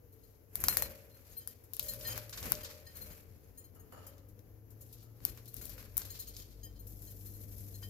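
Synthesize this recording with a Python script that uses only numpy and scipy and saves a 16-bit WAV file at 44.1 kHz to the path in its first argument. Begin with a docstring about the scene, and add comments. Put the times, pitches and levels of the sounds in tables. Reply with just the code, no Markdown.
"""A parrot bathing on a wire cage

A small parrot shakes its wet feathers at a glazed dish on top of a cage. Friction makes the rustle,
wings and drops snap, and claws excite the modes of the dish. The cage wires hum and buzz, and wing wind
thumps on the microphone. Outside a heavy vehicle pulls away through its gears, a thin whistle above it."""
import sys
import numpy as np
from scipy import signal
from scipy.fft import rfft, irfft, next_fast_len
from scipy.io import wavfile

SR = 44100
rng = np.random.default_rng(int(sys.argv[2]) if len(sys.argv) > 2 else 0)


def wav_record(signal):
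    """Record a signal, one row per channel, as 16-bit PCM in the file named by sys.argv[1]."""
    frames = np.transpose(np.atleast_2d(signal))
    bounded = np.clip(frames, -1, 1)
    # unit amplitude maps onto the largest positive 16-bit level
    quanta = np.round(bounded * 32767).astype(np.int16)
    wavfile.write(sys.argv[1], SR, quanta)


N = 347949
BASS_LEFT_DB = 5.3   # left over right, for cage hum, wind and background
PORT_LAG_S, ROOM_T60_S = 35e-6, 0.14   # lag of the right microphone port; reverberation time

# Bouts of shaking, bathing and shuffling. Each row: start and length in seconds, then in dB the bright
# rustle, middle rustle, dull wing rush, left over right, shaking of the cage and wind thump.
BOUTS = [(0.154, .2, -78.5, -84.5, -93, 8, -78, -78), (0.591, 0.16, -50, -66, -60, 1, -56, -48),
         (0.715, 0.12, -54.5, -59.5, -56.5, 5, -43, -49.5), (1.26, 0.25, -66.5, -73, -80, 5.5, -67.5, -68),
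         (1.82, 0.3, -55.5, -64.5, -69, 4, -49.5, -57.5), (2.077, 0.081, -53.5, -57, -56, 4, -52.5, -53),
         (2.363, 0.02, -54.5, -65, -63, 3, -55, -56), (2.442, 0.071, -48.5, -57, -54.5, 4.5, -45.5, -46.5),
         (2.613, 0.094, -64, -59.5, -63.5, 1, -53.5, -76), (2.97, 0.14, -58.5, -69.5, -66, 4, -57.5, -56),
         (3.943, 0.15, -73, -74, -75, 5, -60, -66), (4.825, .04, -66, -77.5, -83, 4, -69, -60),
         (4.94, 0.046, -71, -72, -84, 4, -74, -68), (5.251, 0.017, -55, -63.5, -64.5, 7.5, -61, -51.5),
         (5.571, 0.15, -57.5, -67, -73, 14, -62, -57), (5.738, .07, -65, -69.5, -68, -4, -56.5, -63),
         (5.98, 0.053, -56.5, -66, -64.5, 6, -59.5, -55), (6.11, 0.14, -63, -62, -75.5, 2.5, -94, -88),
         (6.37, 0.029, -60, -62, -74, 3, -87, -85), (6.872, 0.35, -61, -77.5, -83.5, 5, -84, -61),
         (7.264, 0.94, -60, -74.5, -80, 5, -79, -61)]
def bout_levels(part):
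    """Incoherent sources add in power: the dB curve of one part over all bouts, or their balance."""
    start, length, *columns = np.transpose(BOUTS)
    part_db = dict(zip(("bright", "middle", "dull", "left", "shake", "thump"), columns))
    t = np.arange(0, N, 64)[:, None] / SR
    rise, fall, settle = 313, 98, 19.5   # dB per second
    after_db = -np.inf if part in ("shake", "thump") else -14   # only feathers and water settle slowly
    early, late = np.maximum(start - t, 0), np.maximum(t - start - length, 0)
    shape_db = np.maximum(-fall * late, after_db - settle * late) - rise * early
    if part == "left":
        level_db = np.average(part_db["left"] + 0 * t, axis=1,
                              weights=amp(2 * (part_db["bright"] + shape_db)))
    else:
        level_db = 10 * np.log10(amp(2 * (part_db[part] + shape_db)).sum(axis=1))
    return np.interp(np.arange(N) / SR, t[:, 0], level_db)

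# Spectra of rustle and wing rush. Each row: frequency in Hz, relative spectral density in dB.
BRIGHT_SPECTRUM = [(5000, -18.5), (8500, -12), (8840, -19), (9610, -15), (12400, -2.5), (15200, -10),
                   (15800, -29)]
MIDDLE_SPECTRUM = [(2000, -13), (3200, -3.5), (4500, 2.5), (6500, -1.5), (8000, -3.5), (9500, -5.5)]
DULL_SPECTRUM = [(400, -1), (800, -3.5), (1500, -1), (2500, -1), (3600, -13.5)]
def feathers():
    """Friction noise: wet feathers rub and shed drops, and all bands flicker together as barbs catch."""
    bright_db, middle_db, dull_db, left_db = map(bout_levels, ("bright", "middle", "dull", "left"))
    catch_db = 2.4 * drift(29.4)
    bright = amp(bright_db + catch_db) * coloured(BRIGHT_SPECTRUM, grains(9000, spread_db=4))
    middle_gain = amp(middle_db + catch_db + 0.5 * drift(1.2))
    middle = middle_gain * coloured(MIDDLE_SPECTRUM, grains(5000, spread_db=3.5))
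    dull = amp(dull_db + 0.54 * catch_db + 1.54 * drift(67)) * noise(DULL_SPECTRUM)
    drops = amp(middle_db - 12) * droplets()
    return pan(bright + middle + drops, left_db) + dull

def droplets():
    """Impact ringing: flung drops tick on glaze and wire, a few cycles at one of eight pitches; rms 1."""
    clicks = grains(700, spread_db=6)[0]
    pitch_index = rng.integers(0, 8, N)
    pitches_hz = np.geomspace(2600, 8000, 8)
    ticks = sum(ring(clicks * (pitch_index == k), hz, t60=7.3 / hz) for k, hz in enumerate(pitches_hz))
    return unit_rms(ticks)

# Snaps of wings, drops and feet. Each row: time in seconds, treble peak in dB, then in dB middle over
# treble, low over treble, left over right, bright swish over treble, darker swishes over their bands.
SNAPS = [(0.1281, -45, -31, -29, -4, -23, -11), (0.5556, -15, -12.5, -18.5, 11, -30, -32),
         (0.6041, -25, -21, -21, 10, -40, -28), (0.6393, -13, -8, -12, 9, -27, -26),
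         (0.6842, -9.5, 0, -17, 5, -20, -44), (0.6847, -9.5, -33, -13.5, 13, -32, -19.5),
         (0.7263, -22, -16, -9.5, 9, -17, -21), (0.7706, -7, -10, -12.5, 12.5, -27, -32.5),
         (0.8228, -14.5, -11, -11.5, 11, -24, -26), (1.475, -20.5, -13.5, -23, 11, -27, -37),
         (1.6388, -44, -24, -22, 8, -18, -13), (1.7352, -23.5, -13.5, -34, 15, -23, -20),
         (1.767, -28, -13, -24, 23, -37, -18), (1.7945, -13.5, -25, -40, 14, -34, -14),
         (1.7972, -34, 11, -5.5, 6, -26, -27), (1.8283, -28.5, -10, -23, 13, -16.5, -25),
         (1.8834, -31.5, -11, -33, 7, -8, -15), (1.9368, -27, -12, -15, 21, -26, -21),
         (1.9435, -33, -12, -26, 18, -25, -19), (2.002, -39.5, -12, -8, 16, -29, -25),
         (2.0113, -41, 5.5, -6, 9, -17, -20), (2.1778, -20.5, -8, -10, 16, -33, -30),
         (2.2954, -33, 1, -19, 7, -19, -33), (2.3273, -40, 5, -1, 5, -15, -11.5),
         (2.3748, -38, 4.5, -1, 5, -13, -13), (2.4285, -34.5, 9, -3, 6, -18, -27),
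         (2.4565, -31, -2, -4.5, 7, -34, -25), (2.5203, -6.5, -13.5, -18, 15, -45, -28),
         (2.5526, -37.5, 10, -17, 10, -15, -27), (2.6467, -44, 9, -0.5, 7, -11, -12),
         (2.9709, -33.5, -16, -27, 23, -19, -13), (3.7495, -52.5, -18, -20, 17, -10, -23),
         (3.9216, -51, -13, -5, 15, -9, -17), (4.0655, -44.5, -21, -31, 13, -5.5, -18),
         (4.1816, -47.5, -2.5, -11, 15, -24, -22), (4.2877, -46, -22, -26, 17, -19, -10),
         (4.3924, -48, -3.5, -10, 34, -23, -32), (4.7042, -48, -16, -19, 17, -12, -12),
         (4.8091, -46.5, -21, -17, 11, -8, -18), (4.9276, -36.5, -17, -39, 12, -17.5, -10),
         (5.0286, -45, -17, -23, 13, -16, -14), (5.2043, -57, 8.5, 7.5, 9, -19, -28),
         (5.2514, -11, -13, -24, 15, -33, -31), (5.3747, -38.5, -7, -7, 16, -25, -16),
         (5.457, -39.5, -11, -34, 12, -25, -13), (5.4783, -38, -11, -28, 10, -14.5, -17),
         (5.5427, -24, -26, -33, 8, -35, -25), (5.5667, -31, -10, -28, 22, -21, -17.5),
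         (5.6132, -37, -14, -9, 18, -14, -16), (5.6547, -29, -11, -25, 19, -21, -26),
         (5.6953, -28.5, -10, -21, 19, -29, -22), (5.7799, -40, -1, 0.5, 12, -19, -19.5),
         (5.828, -41, -7, -4, 19, -35, -23), (5.8529, -41.5, -12, -9, 12, -34, -14),
         (5.969, -18, -23, -33, 20, -18, -16), (5.979, -11.5, -14.5, -27, 18, -40, -42),
         (5.9931, -36, -2, -9, 11, -21, -20), (6.0185, -36, 8.5, -7, 7, -20, -28),
         (6.0499, -42.5, 4, -5, 7, -7.5, -17), (6.158, -47, 3, -18, 3, -26, -31),
         (6.1886, -49.5, 2, -10, 6, 0, -14), (6.223, -43, 2, -22, 8, -14, -19),
         (6.3502, -51, 9.5, -17, 6, -23, -26), (6.3665, -39.5, 8.5, -31, 2, -12.5, -26),
         (6.8697, -38, -15, -27, 19, -14, -20), (7.0209, -35, -21, -25, 14, -21, -16),
         (7.069, -41, -17, -20, 12, -16, -20), (7.12, -36, -18, -27, 16, -23, -14),
         (7.1686, -45, -10, -18, 13, -19, -23), (7.2205, -44, -17, -24, 14, -17, -15),
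         (7.2585, -34.5, -21, -35, 4, -17.5, -11), (7.3208, -44, -24, -31, 8, -26, -16),
         (7.8266, -43.5, -5, -4.5, 5, -18, -14)]
def snaps():
    """A brief impulse is broadband: a click with spatter in three bands, then a swish of reverberation."""
    times, treble_db, middle_over, low_over, left_db, bright_swish, dark_swish = np.transpose(SNAPS)
    middle_db, low_db = treble_db + middle_over, treble_db + low_over
    direct, t = np.zeros((2, N)), np.arange(600) / SR
    spatter = 0.5 * rng.standard_normal((len(times), len(t))) * np.exp(-t / 0.0005)
    bursts = (t == 0) + spatter
    bands = (([11000, 15000], treble_db, 1), ([3000, 7500], middle_db, 0.4), ([700, 3000], low_db, 0.1))
    for band_hz, level_db, sideways in bands:   # long waves diffract and reach both ports nearly alike
        shaped = signal.sosfilt(signal.butter(2, band_hz, "band", fs=SR, output="sos"), bursts)
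        shaped /= np.abs(signal.hilbert(shaped)).max(axis=1, keepdims=True)
        for at, burst, db, left in zip(np.round(times * SR).astype(int), shaped, level_db, left_db):
            direct[:, at:at + len(t)] += pan(amp(db) * burst, sideways * left)
    bright = reverberation(strikes(times, treble_db + bright_swish), BRIGHT_SPECTRUM)
    middle = reverberation(strikes(times, middle_db + dark_swish), MIDDLE_SPECTRUM)
    dull = reverberation(strikes(times, low_db + dark_swish + 0.5), DULL_SPECTRUM)
    return direct + pan(bright, left_db=7.1) + pan(middle, left_db=2.3) + dull

# Claws landing on the rim. Each row: time in seconds, then the drive in dB of five families of modes:
# deep, broad, clear, sharp and thin.
CLAW_STRIKES = [(0.1194, -86, -94, -77, -79, -54), (0.229, -97, -80, -68, -72, -58),
                (0.635, -63, -58, -69, -52, -44), (0.684, -62, -59, -37.5, -45, -37),
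                (0.771, -50, -62, -47, -44, -41), (0.8218, -61, -70, -41.5, -72, -57),
                (1.104, -88, -84, -61, -92, -88), (1.138, -107, -86, -61, -83, -52),
                (1.3123, -93, -88, -73, -62, -66), (1.3665, -81, -71, -57, -80, -37),
                (1.4113, -78, -66, -66, -68, -61), (1.472, -72, -62, -67, -81, -67),
                (1.8383, -69, -60, -70, -49.5, -64), (1.885, -63, -54, -44, -47, -36),
                (2.049, -48, -50.5, -45, -59, -50), (2.066, -55, -50.5, -45, -43.5, -29.5),
                (2.0974, -72, -48.5, -61, -44.5, -45), (2.454, -68, -71, -62, -55, -60),
                (2.6304, -63, -58, -57, -58, -38), (2.865, -65.5, -62, -48.5, -62, -49),
                (2.951, -80, -69, -55.5, -61, -47), (3.011, -75, -87, -54, -58, -37),
                (3.11, -88, -64, -62, -60.5, -49), (3.438, -100, -91, -83, -74, -79),
                (3.574, -79, -78, -62, -52, -46), (3.6384, -93, -75, -62, -64.5, -47),
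                (3.7933, -82, -95, -77, -63, -52), (4.069, -89, -70, -85, -84, -72),
                (4.81, -88, -83, -73, -61, -68), (5.279, -72, -69, -54, -61, -51),
                (5.475, -86, -87, -65, -70, -80), (5.612, -81.5, -71, -58, -54.5, -48),
                (6.1, -76, -60, -47, -49, -39), (6.1925, -74, -66, -46.5, -48.5, -34.5),
                (6.272, -99, -66, -55, -55, -41), (6.396, -90, -62, -67, -57.5, -47),
                (6.6302, -79, -60.5, -55, -53, -41), (6.6433, -77, -63, -66, -66, -42),
                (6.755, -99, -75, -64, -74, -70.5), (6.7894, -103, -86, -68, -63.5, -48),
                (7.0724, -82, -70, -62, -62, -63), (7.2624, -85, -92, -60, -63, -48),
                (7.337, -87, -84, -65, -76, -48), (7.4058, -100, -83, -64, -70, -49),
                (7.74, -76, -77, -55, -56.5, -70), (7.828, -64, -51.5, -60, -57, -56)]
# Modes of the dish. Each row: frequency in Hz, gain in dB, time to decay by 60 dB in seconds.
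DISH_MODES = [(1843, 3, .16), (3120, 0, .15), (4163, 0, .11), (4963, 3, .14), (6557, 0, .12),
              (7192, -5, .1), (8158, -10, .1), (9177, 0, .11), (10260, -18, .08), (10740, -18, .08),
              (11780, -11, .1), (12080, -5, .09), (12480, -12, .09), (13040, -17, .09), (14640, -16, .08),
              (15270, -2, .1), (15660, -8, .09)]
# Each entry: the column of CLAW_STRIKES that drives the corresponding mode.
MODE_FAMILY = [1, 2, 3, 2, 4, 4, 4, 4, 5, 5, 5, 5, 5, 5, 5, 4, 4]
def dish_clinks():
    """Modal vibration: where a claw lands sets each mode's strength; slopping water makes it waver."""
    claws, direct = np.array(CLAW_STRIKES), np.zeros(N)
    touch_s = 0.025   # the claw slides a moment, so the ring swells
    scatter_db = 2 * rng.standard_normal((len(claws), len(DISH_MODES)))
    wavers = [amp(2.2 * drift(40)) for _ in range(3)]
    for k, (hz, gain_db, t60) in enumerate(DISH_MODES):
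        drive_db = claws[:, MODE_FAMILY[k]] + scatter_db[:, k] + gain_db
        touch = ring(strikes(claws[:, 0], drive_db), hz, touch_s) / decay_energy(touch_s)
        direct += wavers[k % 3] * ring(touch, hz, t60)
    reflected = reverberation(direct, [(1000, 0.019), (16000, 0.004)]) / np.sqrt(decay_energy(ROOM_T60_S))
    return pan(direct, left_db=5) + amp(-8) * reflected

# Landings and steps on the cage top. Each row: time in seconds, level in dB.
FOOTFALLS = [(3.755, -70), (3.924, -60), (3.97, -77), (4.065, -88), (4.929, -107), (5.03, -77)]
# Resonances of short wires and clips. Each row: frequency in Hz, bandwidth in Hz, gain in dB.
RATTLE_MODES = [(806, 550, 2), (1273, 100, -1), (1694, 110, -15), (2900, 59, -10), (4600, 550, -13.5),
                (6980, 96, -9.5), (10100, 290, -10)]
def wire_rattle():
    """Repeated collisions: a footfall sets loose wires buzzing against each other as the motion decays."""
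    t60 = 0.77
    envelope = signal.lfilter([1], [1, -amp(-60 / (t60 * SR))], strikes(*np.transpose(FOOTFALLS)))
    contacts = grains(3000, spread_db=3.5)
    buzz = sum(amp(db) * unit_rms(ring(contacts, hz, t60=1.7 / width)) for hz, width, db in RATTLE_MODES)
    return envelope * buzz

# Modes of the long wires. Each row: frequency in Hz, gain in dB, time to decay by 60 dB in seconds.
WIRE_MODES = [(460, -9, 0.74), (515.3, -2, 0.44), (549, -5, 1), (602, 1, 0.54)]
def cage_hum():
    """Forced resonance: shaking drives the long wires at random, and they ring on freely afterwards."""
    force = amp(bout_levels("shake") - 42.5)
    hum = sum(amp(db) * ring(force * rng.standard_normal(N), hz, t60) for hz, db, t60 in WIRE_MODES)
    return pan(hum, BASS_LEFT_DB)

# Spectrum of wing wind and rumble. Each row: frequency in Hz, relative spectral density in dB.
THUMP_SPECTRUM = [(20, -27), (45, 1), (90, -3.5), (200, -11.5), (400, -16.5), (800, -28.5)]
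# Traffic rumble through the floor. Each row: time in seconds, level in dB.
TRAFFIC_RUMBLE = [(0, -68), (1.7, -69), (3.3, -63), (5.9, -63.5), (6.6, -60.5), (7.89, -57)]
def wind_and_rumble():
    """Slow pressure fluctuations: wing beats push air on the ports, adding in power to traffic rumble."""
    rumble_db, = curves(TRAFFIC_RUMBLE)
    pressure = np.hypot(amp(bout_levels("thump")), amp(rumble_db))
    return pan(noise(THUMP_SPECTRUM) * pressure * amp(1.5 * drift(13)), BASS_LEFT_DB)

# The engine, one list a gear. Each row: time in seconds, firing rate in Hz, then the levels in dB of
# orders 1, 1/2, 2 and 3 of that rate.
ENGINE_GEARS = [
    [(0.85, 108.6, -51, -81, -84, -69), (1.108, 116.6, -109, -80, -82, -95),
     (2.132, 112.5, -48.5, -76, -93.5, -81), (2.35, 107.8, -62, -94, -74, -75)],
    [(2.4, 83.14, -58.5, -81, -77, -90), (3.25, 85.1, -62.5, -75, -83, -96),
     (4.2, 96.2, -60.5, -81, -89, -70.5), (4.37, 103.9, -59.5, -94.5, -75, -74.5),
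     (5.49, 117, -56.5, -88, -77.5, -76.5), (5.62, 113.4, -63.5, -74, -73, -91)],
    [(5.7, 93.8, -51, -51, -72, -76), (5.81, 95.83, -62, -62, -88, -78.5),
     (6.96, 100.6, -55, -51.5, -70, -68), (7.86, 99.4, -49, -91, -64.5, -72.5),
     (7.89, 104, -45, -53, -61, -69)],
]
def engine():
    """Periodic firing makes a series of orders; the low ones come through the wall, gear by gear."""
    t, out = np.arange(N) / SR, np.zeros(N)
    overhang_s, fade_s = 0.326, 0.0305
    for gear in ENGINE_GEARS:
        firing_hz, *orders_db = curves(gear)
        start, end = gear[0][0], gear[-1][0] + overhang_s
        engaged = np.clip(np.minimum(t - start, end - t) / fade_s, 0, 1)
        phase = 2 * np.pi * np.cumsum(firing_hz) / SR
        for order, db in zip((1, 0.5, 2, 3), orders_db):
            height = engaged * np.sqrt(2) * amp(db + 1.1 * drift(33))
            out += height * np.sin(order * phase + rng.uniform(0, 2 * np.pi))
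    return pan(out, BASS_LEFT_DB)

# Pitch of the whistle from the street. Each row: time in seconds, frequency in Hz.
WHISTLE_PITCH = [(0, 12800), (1.3, 12750), (2.8, 12900), (3.2, 13100), (3.6, 12620), (4.0, 12420),
                 (4.45, 12340), (4.9, 12600), (5.2, 12450), (5.9, 12500)]
def whistle():
    """Random frequency and amplitude modulation: one thin tone wavers far above the engine."""
    hz, = curves(WHISTLE_PITCH)
    cycles = np.cumsum(hz + 40 * drift(30)) / SR
    lead_cycles = hz * [[0], [PORT_LAG_S]]   # offsets the port lag: the whistle reaches both at once
    sounding = np.arange(N) / SR < WHISTLE_PITCH[-1][0]
    height = np.sqrt(2) * amp(-83 + 2 * drift(5)) * sounding
    return pan(height * np.sin(2 * np.pi * (cycles + lead_cycles)), BASS_LEFT_DB)

# Background of the room. Each row: frequency in Hz, relative spectral density in dB.
ROOM_SPECTRUM = [(15, -31), (25, -24), (102, 2.5), (170, -23.5), (292, -11.5), (372, -20.5), (449, -8),
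                 (588, -22.5), (1120, -30), (2150, -34.5), (3590, -42.5), (6680, -36.5), (8520, -47.5),
                 (12400, -26.5), (15800, -35)]
def room_tone():
    """Ambient noise: a faint, low background whose level flickers slightly."""
    return pan(amp(-62 + 0.89 * drift(9.8)) * noise(ROOM_SPECTRUM), BASS_LEFT_DB)

def reverberation(x, spectrum):
    """Convolution with the room's response: exponentially decaying noise, different in each ear."""
    t = np.arange(SR // 2) / SR
    tail = noise(spectrum, len(t)) * amp(-60 * t / ROOM_T60_S) * (t > 0.002)
    return signal.oaconvolve(x[None], tail, axes=1)[:, :N]

# Likeness of the two channels. Each row: frequency in Hz, left-right correlation from -1 to 1.
COHERENCE = [(30, 0.8), (300, 0.67), (1000, 0.058), (2000, -0.031), (12000, 0.013)]
def coloured(spectrum, source):
    """Partial coherence: two independent signals are filtered into mid and side; the mid has rms 1."""
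    length = source.shape[1]
    size = next_fast_len(length)
    hz = np.maximum(np.fft.rfftfreq(size, 1 / SR), 1)
    alike = at_hz(COHERENCE, hz)
    gain = amp(at_hz(spectrum, hz)) * (hz > spectrum[0][0]) * (hz < spectrum[-1][0])
    mid, side = irfft(rfft(source, size) * gain * np.sqrt([1 + alike, 1 - alike]), size)[:, :length]
    return np.array([mid + side, mid - side]) / np.sqrt(np.mean(mid ** 2))

def noise(spectrum, length=N):
    """Gaussian stereo noise filtered to a spectrum."""
    return coloured(spectrum, rng.standard_normal((2, length)))

def grains(per_s, spread_db):
    """Shot noise: two channels of random clicks of uneven size."""
    sizes = amp(spread_db * np.minimum(rng.exponential(1, (2, N)), 5)) * rng.choice([-1, 1], (2, N))
    return sizes * (rng.random((2, N)) < per_s / SR)

def strikes(times, levels_db):
    """An impulse train, with times in seconds."""
    out = np.zeros(N)
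    out[np.round(times * SR).astype(int)] = amp(levels_db)
    return out

def ring(drive, hz, t60):
    """A damped oscillator: a unit impulse starts a sine of height 1 that falls 60 dB in t60 seconds."""
    decay, step = amp(-60 / (t60 * SR)), 2 * np.pi * hz / SR
    return signal.lfilter([0, np.sin(step)], [1, -2 * decay * np.cos(step), decay ** 2], drive + 1e-18)

def decay_energy(t60):
    """Sum of the squared samples of an exponential decay from height 1."""
    return SR * t60 / (6 * np.log(10))

def drift(rate_hz):
    """Slow random modulation: low-passed noise of rms 1."""
    hop, warm_up = 40, 2000
    pole = np.exp(-2 * np.pi * rate_hz * hop / SR)
    white = rng.standard_normal(N // hop + warm_up + 2)
    slow = signal.lfilter([1], [1, -2 * pole, pole ** 2], white)[warm_up:]
    return np.interp(np.arange(N) / hop, np.arange(len(slow)), unit_rms(slow))

def pan(x, left_db):
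    """Level difference gives direction: left exceeds right by left_db, at a mean gain of 1."""
    half = amp(left_db / 2)
    return x * np.array([half, 1 / half]).reshape(2, -1) * 2 / (half + 1 / half)

def curves(rows):
    """Columns of a timed table, interpolated to one value a sample."""
    times, *columns = np.transpose(rows)
    return [np.interp(np.arange(N) / SR, times, column) for column in columns]

def at_hz(points, hz):
    """Interpolation on a logarithmic frequency axis."""
    known_hz, values = np.transpose(points)
    return np.interp(np.log(hz), np.log(known_hz), values)

def amp(db):
    """Amplitude ratio of a level in dB."""
    return 10 ** (np.asarray(db) / 20)

def unit_rms(x):
    """The signal scaled to rms 1."""
    return x / np.sqrt(np.mean(x ** 2) + 1e-20)

def scene():
    """Superposition: bird, dish and cage close by, street and room tone behind."""
    room = room_tone()
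    bird = feathers() + snaps() + dish_clinks()
    cage = wire_rattle() + cage_hum()
    return bird + cage + wind_and_rumble() + engine() + whistle() + room

def record(dry):
    """Path difference delays the right port; the housing absorbs one band, and a low-pass cuts the top."""
    size = next_fast_len(N)
    hz = np.fft.rfftfreq(size, 1 / SR)
    dip_hz, dip_width_hz, dip_depth, stopband_hz = 8330, 1490, 0.58, 17200
    dip = 1 - dip_depth * np.exp(-(2 * (hz - dip_hz) / dip_width_hz) ** 2)
    delay = np.exp(-2j * np.pi * hz * [[0], [PORT_LAG_S]])
    ports = irfft(rfft(dry, size) * dip * delay, size)[:, :N]
    return signal.sosfilt(signal.cheby2(12, 70, stopband_hz, fs=SR, output="sos"), ports)

dry = scene()
out = record(dry)
wav_record(out)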